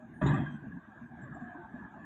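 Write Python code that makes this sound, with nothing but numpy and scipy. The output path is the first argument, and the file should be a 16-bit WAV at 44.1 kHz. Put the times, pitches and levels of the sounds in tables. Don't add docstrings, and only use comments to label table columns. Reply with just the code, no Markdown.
import sys
import numpy as np
from scipy import signal
from scipy.fft import rfft, irfft
from scipy.io import wavfile

SR = 44100
rng = np.random.default_rng(int(sys.argv[2]) if len(sys.argv) > 2 else 0)


def generate_wav(sig):
    pcm = np.round(np.clip(np.atleast_2d(sig).T, -1, 1) * 32767).astype(np.int16)
    wavfile.write(sys.argv[1], SR, pcm)


N = 90404
T = np.arange(N) / SR

# time_s, level_db
RUMBLE_LEVEL = [(0, -54), (.3, -52), (.62, -53), (.68, -46.5), (.78, -50.5), (.8, -61), (.93, -56.5),
                (1.02, -54), (1.3, -48), (1.68, -54.5), (1.78, -46.5), (1.93, -56.5), (2.05, -46)]
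CLATTER_LEVEL = [(0, -66), (.62, -63.5), (.84, -60), (.95, -60), (1.06, -63), (1.2, -54.5), (1.36, -55.5),
                 (1.64, -55.5), (1.71, -60), (1.76, -54.5), (1.9, -58.5), (2.05, -55)]
WHINE_LEVEL = [(0, -67), (.2, -60.5), (.43, -56), (.6, -62.5), (.68, -55), (.8, -61), (1.13, -60),
               (1.25, -53.5), (1.47, -53.5), (1.7, -59), (1.8, -53), (1.94, -63.5), (2.03, -53.5)]
# frequency_hz, relative_db
RUMBLE_TONE = [(20, -33), (40, -17), (62, -7), (100, -6.5), (150, -4), (230, 0.5), (330, -7.5),
               (410, -17.5), (520, -28), (1000, -68)]
CLATTER_TONE = [(200, -34), (490, -11), (610, 3.5), (730, 5), (900, 4), (1150, 2.5), (1380, -4.5),
                (1900, -10), (2150, -28), (2600, -31.5), (3600, -25.5), (4500, -54.5), (6000, -65.5)]
HISS_TONE = [(1000, -5), (2400, 3.5), (3000, -6.5), (3700, -8), (4600, -21.5), (5500, -22.5), (6400, -12),
             (7500, -15), (8800, -24), (15500, -25.5)]
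# start_s, hold_s, pitch_hz, level_db
GROANS = [(-0.02, 0.064, 627, -62.5), (1.396, 0.28, 714, -55.5), (1.595, 0.059, 902, -56),
          (1.614, 0.03, 1130, -62.5), (1.813, 0.18, 871, -64.5)]
# start_s, level_db, pitch_hz, length_s
KNOCKS = [(0.015, -49.5, 232.3, 0.082), (0.164, -46.5, 243, 0.049), (0.492, -38.5, 242, 0.041),
          (0.54, -36.5, 212, 0.037), (0.636, -44, 268, 0.036), (0.665, -40, 214, 0.039),
          (0.715, -40, 175.6, 0.078), (0.761, -39.5, 255.7, 0.031), (1.008, -43, 237.6, 0.068),
          (1.11, -49, 234.3, 0.09), (1.23, -41, 138, 0.036), (1.299, -43.5, 147, 0.041),
          (1.42, -37.5, 229, 0.031), (1.551, -42.5, 290, 0.023), (1.578, -46, 346, 0.053),
          (1.738, -37, 248, 0.024), (1.8, -49.5, 224, 0.063)]
# frequency_hz, relative_db
BOOM_TONE = [(25, -43.5), (48, -32), (80, -8), (130, 15.5), (280, 4), (350, 4), (450, -39), (600, -51.5),
             (1200, -81)]
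# start_s, hold_s, pitch_hz, level_db, noise_share
SQUEAKS = [(0.135, .085, 9128, -80, .08), (0.22, 0.04, 6820, -69, .15), (0.259, 0.013, 6850, -54, .12),
           (0.259, 0.017, 3680, -48, .3), (0.262, 0.03, 3880, -58, 1), (0.259, 0.04, 7500, -72, 1.5),
           (0.333, 0.02, 7600, -71, 1.3), (0.324, 0.015, 6080, -76, .5), (0.366, 0.045, 3260, -62, .4),
           (0.42, 0.14, 3190, -66, .4), (0.504, 0.06, 7810, -85, .8), (0.505, 0.05, 6100, -85, .8),
           (0.294, 0.024, 1720, -40, .5), (0.332, 0.022, 1165, -39, .3), (0.46, 0.018, 1630, -43, .4),
           (0.325, 0.085, 780, -47.5, .8), (1.214, 0.025, 7490, -74, .7), (1.338, 0.018, 7410, -77, .8),
           (1.4, 0.05, 7300, -86, .6)]
# start_s, level_db
BITES = [(0.21, -36.5), (0.25, -35), (0.297, -38.5), (0.332, -39.5), (0.378, -47.5)]
# frequency_hz, relative_db
SCRAPE_TONE = [(280, -27), (450, -11.5), (583, 2.5), (1000, 3), (1170, -0.5), (1420, -5), (1690, 5),
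               (2070, -6.5), (2280, -26.5), (2500, -8), (2850, -24), (3300, -12.5), (3900, -28.5),
               (4600, -53), (5600, -51.5), (6300, -45.5), (7600, -34.5), (8800, -60), (12500, -55),
               (15500, -74)]
# pitch_hz, level_db, ring_s (time to fade 60 dB)
LIP_NOTES = [(620.7, -27, 0.095), (912, -38, 0.099), (977, -37.5, 0.36), (1168, -38, 0.23),
             (1652, -42.5, 0.59)]
BED_NOTES = [(77.8, -34, 0.4), (146.4, -28, 0.75), (199, -32.5, 0.2), (242, -44.5, 0.1),
             (277.2, -26.5, 0.22), (349.3, -29.5, 0.11), (406, -34, 0.09), (1160, -49.5, 0.38)]
# start_s, level_db
BLOWS = [(0.223, -3.5), (0.24, -4), (0.258, 2.5), (0.302, -8.5), (0.325, -6.5), (0.347, -16.5), (0.386, -8)]


def amp(db):
    return 10 ** (np.asarray(db) / 20)


def unit(x):
    return x / np.sqrt(np.mean(x ** 2) + 1e-20)


def level(points):
    return amp(np.interp(T, *np.transpose(points)))


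def colour(x, tone):
    hz, db = np.transpose(tone)
    curve_db = np.interp(np.log(np.fft.rfftfreq(N, 1 / SR) + 1), np.log(hz), db)
    return unit(irfft(rfft(x) * amp(curve_db), N))


def band(hz, width_hz):
    distance = (np.fft.rfftfreq(N, 1 / SR) - hz) / (width_hz / 2)
    return unit(irfft(rfft(rng.standard_normal(N)) / (1 + distance ** 2) ** 1.346, N))


def patchy(x, depth_db, span_hz, span_s):
    f, t, spectrum = signal.stft(x, SR, nperseg=512, noverlap=384)
    field = np.fft.fft2(rng.standard_normal(spectrum.shape))
    blur = (np.fft.fftfreq(len(f), f[1])[:, None] * span_hz) ** 2
    blur = blur + (np.fft.fftfreq(len(t), t[1]) * span_s) ** 2
    drift = np.clip(unit(np.fft.ifft2(field * np.exp(-2 * blur)).real), -2, 2)
    return signal.istft(spectrum * amp(depth_db * drift), SR, nperseg=512, noverlap=384)[1][:N]


def rise_and_fade(start_s, rise_s, hold_s, fall_db_per_s):
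    return np.clip((T - start_s) / rise_s, 0, 1) * amp(-fall_db_per_s * np.maximum(T - start_s - hold_s, 0))


def swell(start_s, length_s):
    progress = np.clip((T - start_s) / (1.5 * length_s), 0, 1)
    return np.sin(np.pi * progress ** 0.46) ** 2


def sing(hz, width_hz, noise_share, waver):
    pitch_hz = hz * (1 + waver * band(0, 55.9))
    return np.sin(2 * np.pi * np.cumsum(pitch_hz) / SR) + noise_share * band(hz, width_hz)


def engines(firing_hz=43.9, throb_depth=0.045, lump_db=2.0, hiss_db=-76.5):
    rate_hz = firing_hz * (1 + 0.042 * band(0, 7.8))
    throb = 1 + throb_depth * np.cos(2 * np.pi * np.cumsum(rate_hz) / SR)
    lumpy = throb * rng.standard_normal(N) * amp(lump_db * band(0, 38))
    rumble = colour(lumpy, RUMBLE_TONE) * level(RUMBLE_LEVEL)
    churning = patchy(throb * rng.standard_normal(N), depth_db=5.5, span_hz=152, span_s=0.054)
    clatter = colour(churning, CLATTER_TONE) * level(CLATTER_LEVEL)
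    flickering = patchy(rng.standard_normal(N), depth_db=4.5, span_hz=303, span_s=0.069)
    hiss = amp(hiss_db) * colour(flickering, HISS_TONE)
    return rumble + clatter + whine(throb) + hiss


def whine(throb, pitch_hz=1626.5, hz_per_db=7, wander_hz=34.65, flutter_db=1.76):
    effort_db = np.interp(T, *np.transpose(WHINE_LEVEL))
    shift_hz = hz_per_db * (effort_db - effort_db.mean()) + wander_hz * band(0, 14.35)
    steady = signal.hilbert(band(pitch_hz, width_hz=217))
    rasp = (steady * np.exp(2j * np.pi * np.cumsum(shift_hz) / SR)).real
    return amp(effort_db) * unit(throb * rasp * amp(flutter_db * band(0, 50)))


def groans():
    return sum(amp(db) * rise_and_fade(start_s, 0.012, hold_s, fall_db_per_s=339)
               * sing(hz, width_hz=90, noise_share=0.65, waver=0.015)
               for start_s, hold_s, hz, db in GROANS)


def knocks(noise_share=0.22):
    puff = noise_share * colour(rng.standard_normal(N), BOOM_TONE)
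    return sum(amp(db) * swell(start_s, length_s) * (np.sin(2 * np.pi * hz * (T - start_s)) + puff)
               for start_s, db, hz, length_s in KNOCKS)


def squeaks():
    return sum(amp(db) * rise_and_fade(start_s, 0.009, hold_s, fall_db_per_s=589.5)
               * sing(hz, width_hz=0.07 * hz, noise_share=noise_share, waver=0.00074)
               for start_s, hold_s, hz, db, noise_share in SQUEAKS)


def grind(slips_per_s=4000, spread_db=3, boom_db=-31):
    slips = (rng.random(N) < slips_per_s / SR) * rng.choice([-1, 1], N)
    slips = slips * amp(spread_db * np.minimum(rng.exponential(1, N), 2))
    bites = [amp(db) * rise_and_fade(start_s, 0.014, 0, fall_db_per_s=108.5) for start_s, db in BITES]
    force = np.sqrt(sum(bite ** 2 for bite in bites))
    scrape = force * colour(patchy(slips, depth_db=3.5, span_hz=150, span_s=0.031), SCRAPE_TONE)
    boom = colour(rng.standard_normal(N), BOOM_TONE)
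    boom *= rise_and_fade(start_s=0.213, rise_s=0.016, hold_s=0.19, fall_db_per_s=163)
    return scrape + amp(boom_db) * boom


def lip_clang(start_s=0.213, rise_s=0.005):
    return sum(amp(db) * rise_and_fade(start_s, rise_s, 0, 60 / ring_s)
               * np.sin(2 * np.pi * hz * (T - start_s)) for hz, db, ring_s in LIP_NOTES)


def bed_blows(contact_s=0.003, thud_db=-29, thud_fade_s=0.037):
    out, t = np.zeros(N), T[:SR]
    notes = np.array([amp(db - 60 * t / ring_s) * np.exp(2j * np.pi * hz * t)
                      for hz, db, ring_s in BED_NOTES])
    boom = colour(rng.standard_normal(N), BOOM_TONE)
    for start_s, db in BLOWS:
        phases = np.exp(2j * np.pi * rng.random(len(BED_NOTES)))
        ring = (phases @ notes).real
        at = round(start_s * SR)
        thud = amp(thud_db - 60 * t / thud_fade_s) * boom[at:at + SR]
        out[at:at + SR] += amp(db) * np.minimum(t / contact_s, 1) * (ring + thud)
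    return out


def scene():
    return (bed_blows() + lip_clang() + grind() + knocks() + squeaks() + groans() + engines())[None]


def record(dry, low_cut_hz=40.5, high_cut_hz=15500):
    thinned = signal.sosfilt(signal.butter(2, low_cut_hz, "high", fs=SR, output="sos"), dry)
    treble_cut = signal.firwin(511, high_cut_hz, window=("kaiser", 9), fs=SR)
    return signal.oaconvolve(thinned, treble_cut[None], "same")


dry = scene()
out = record(dry)
generate_wav(out)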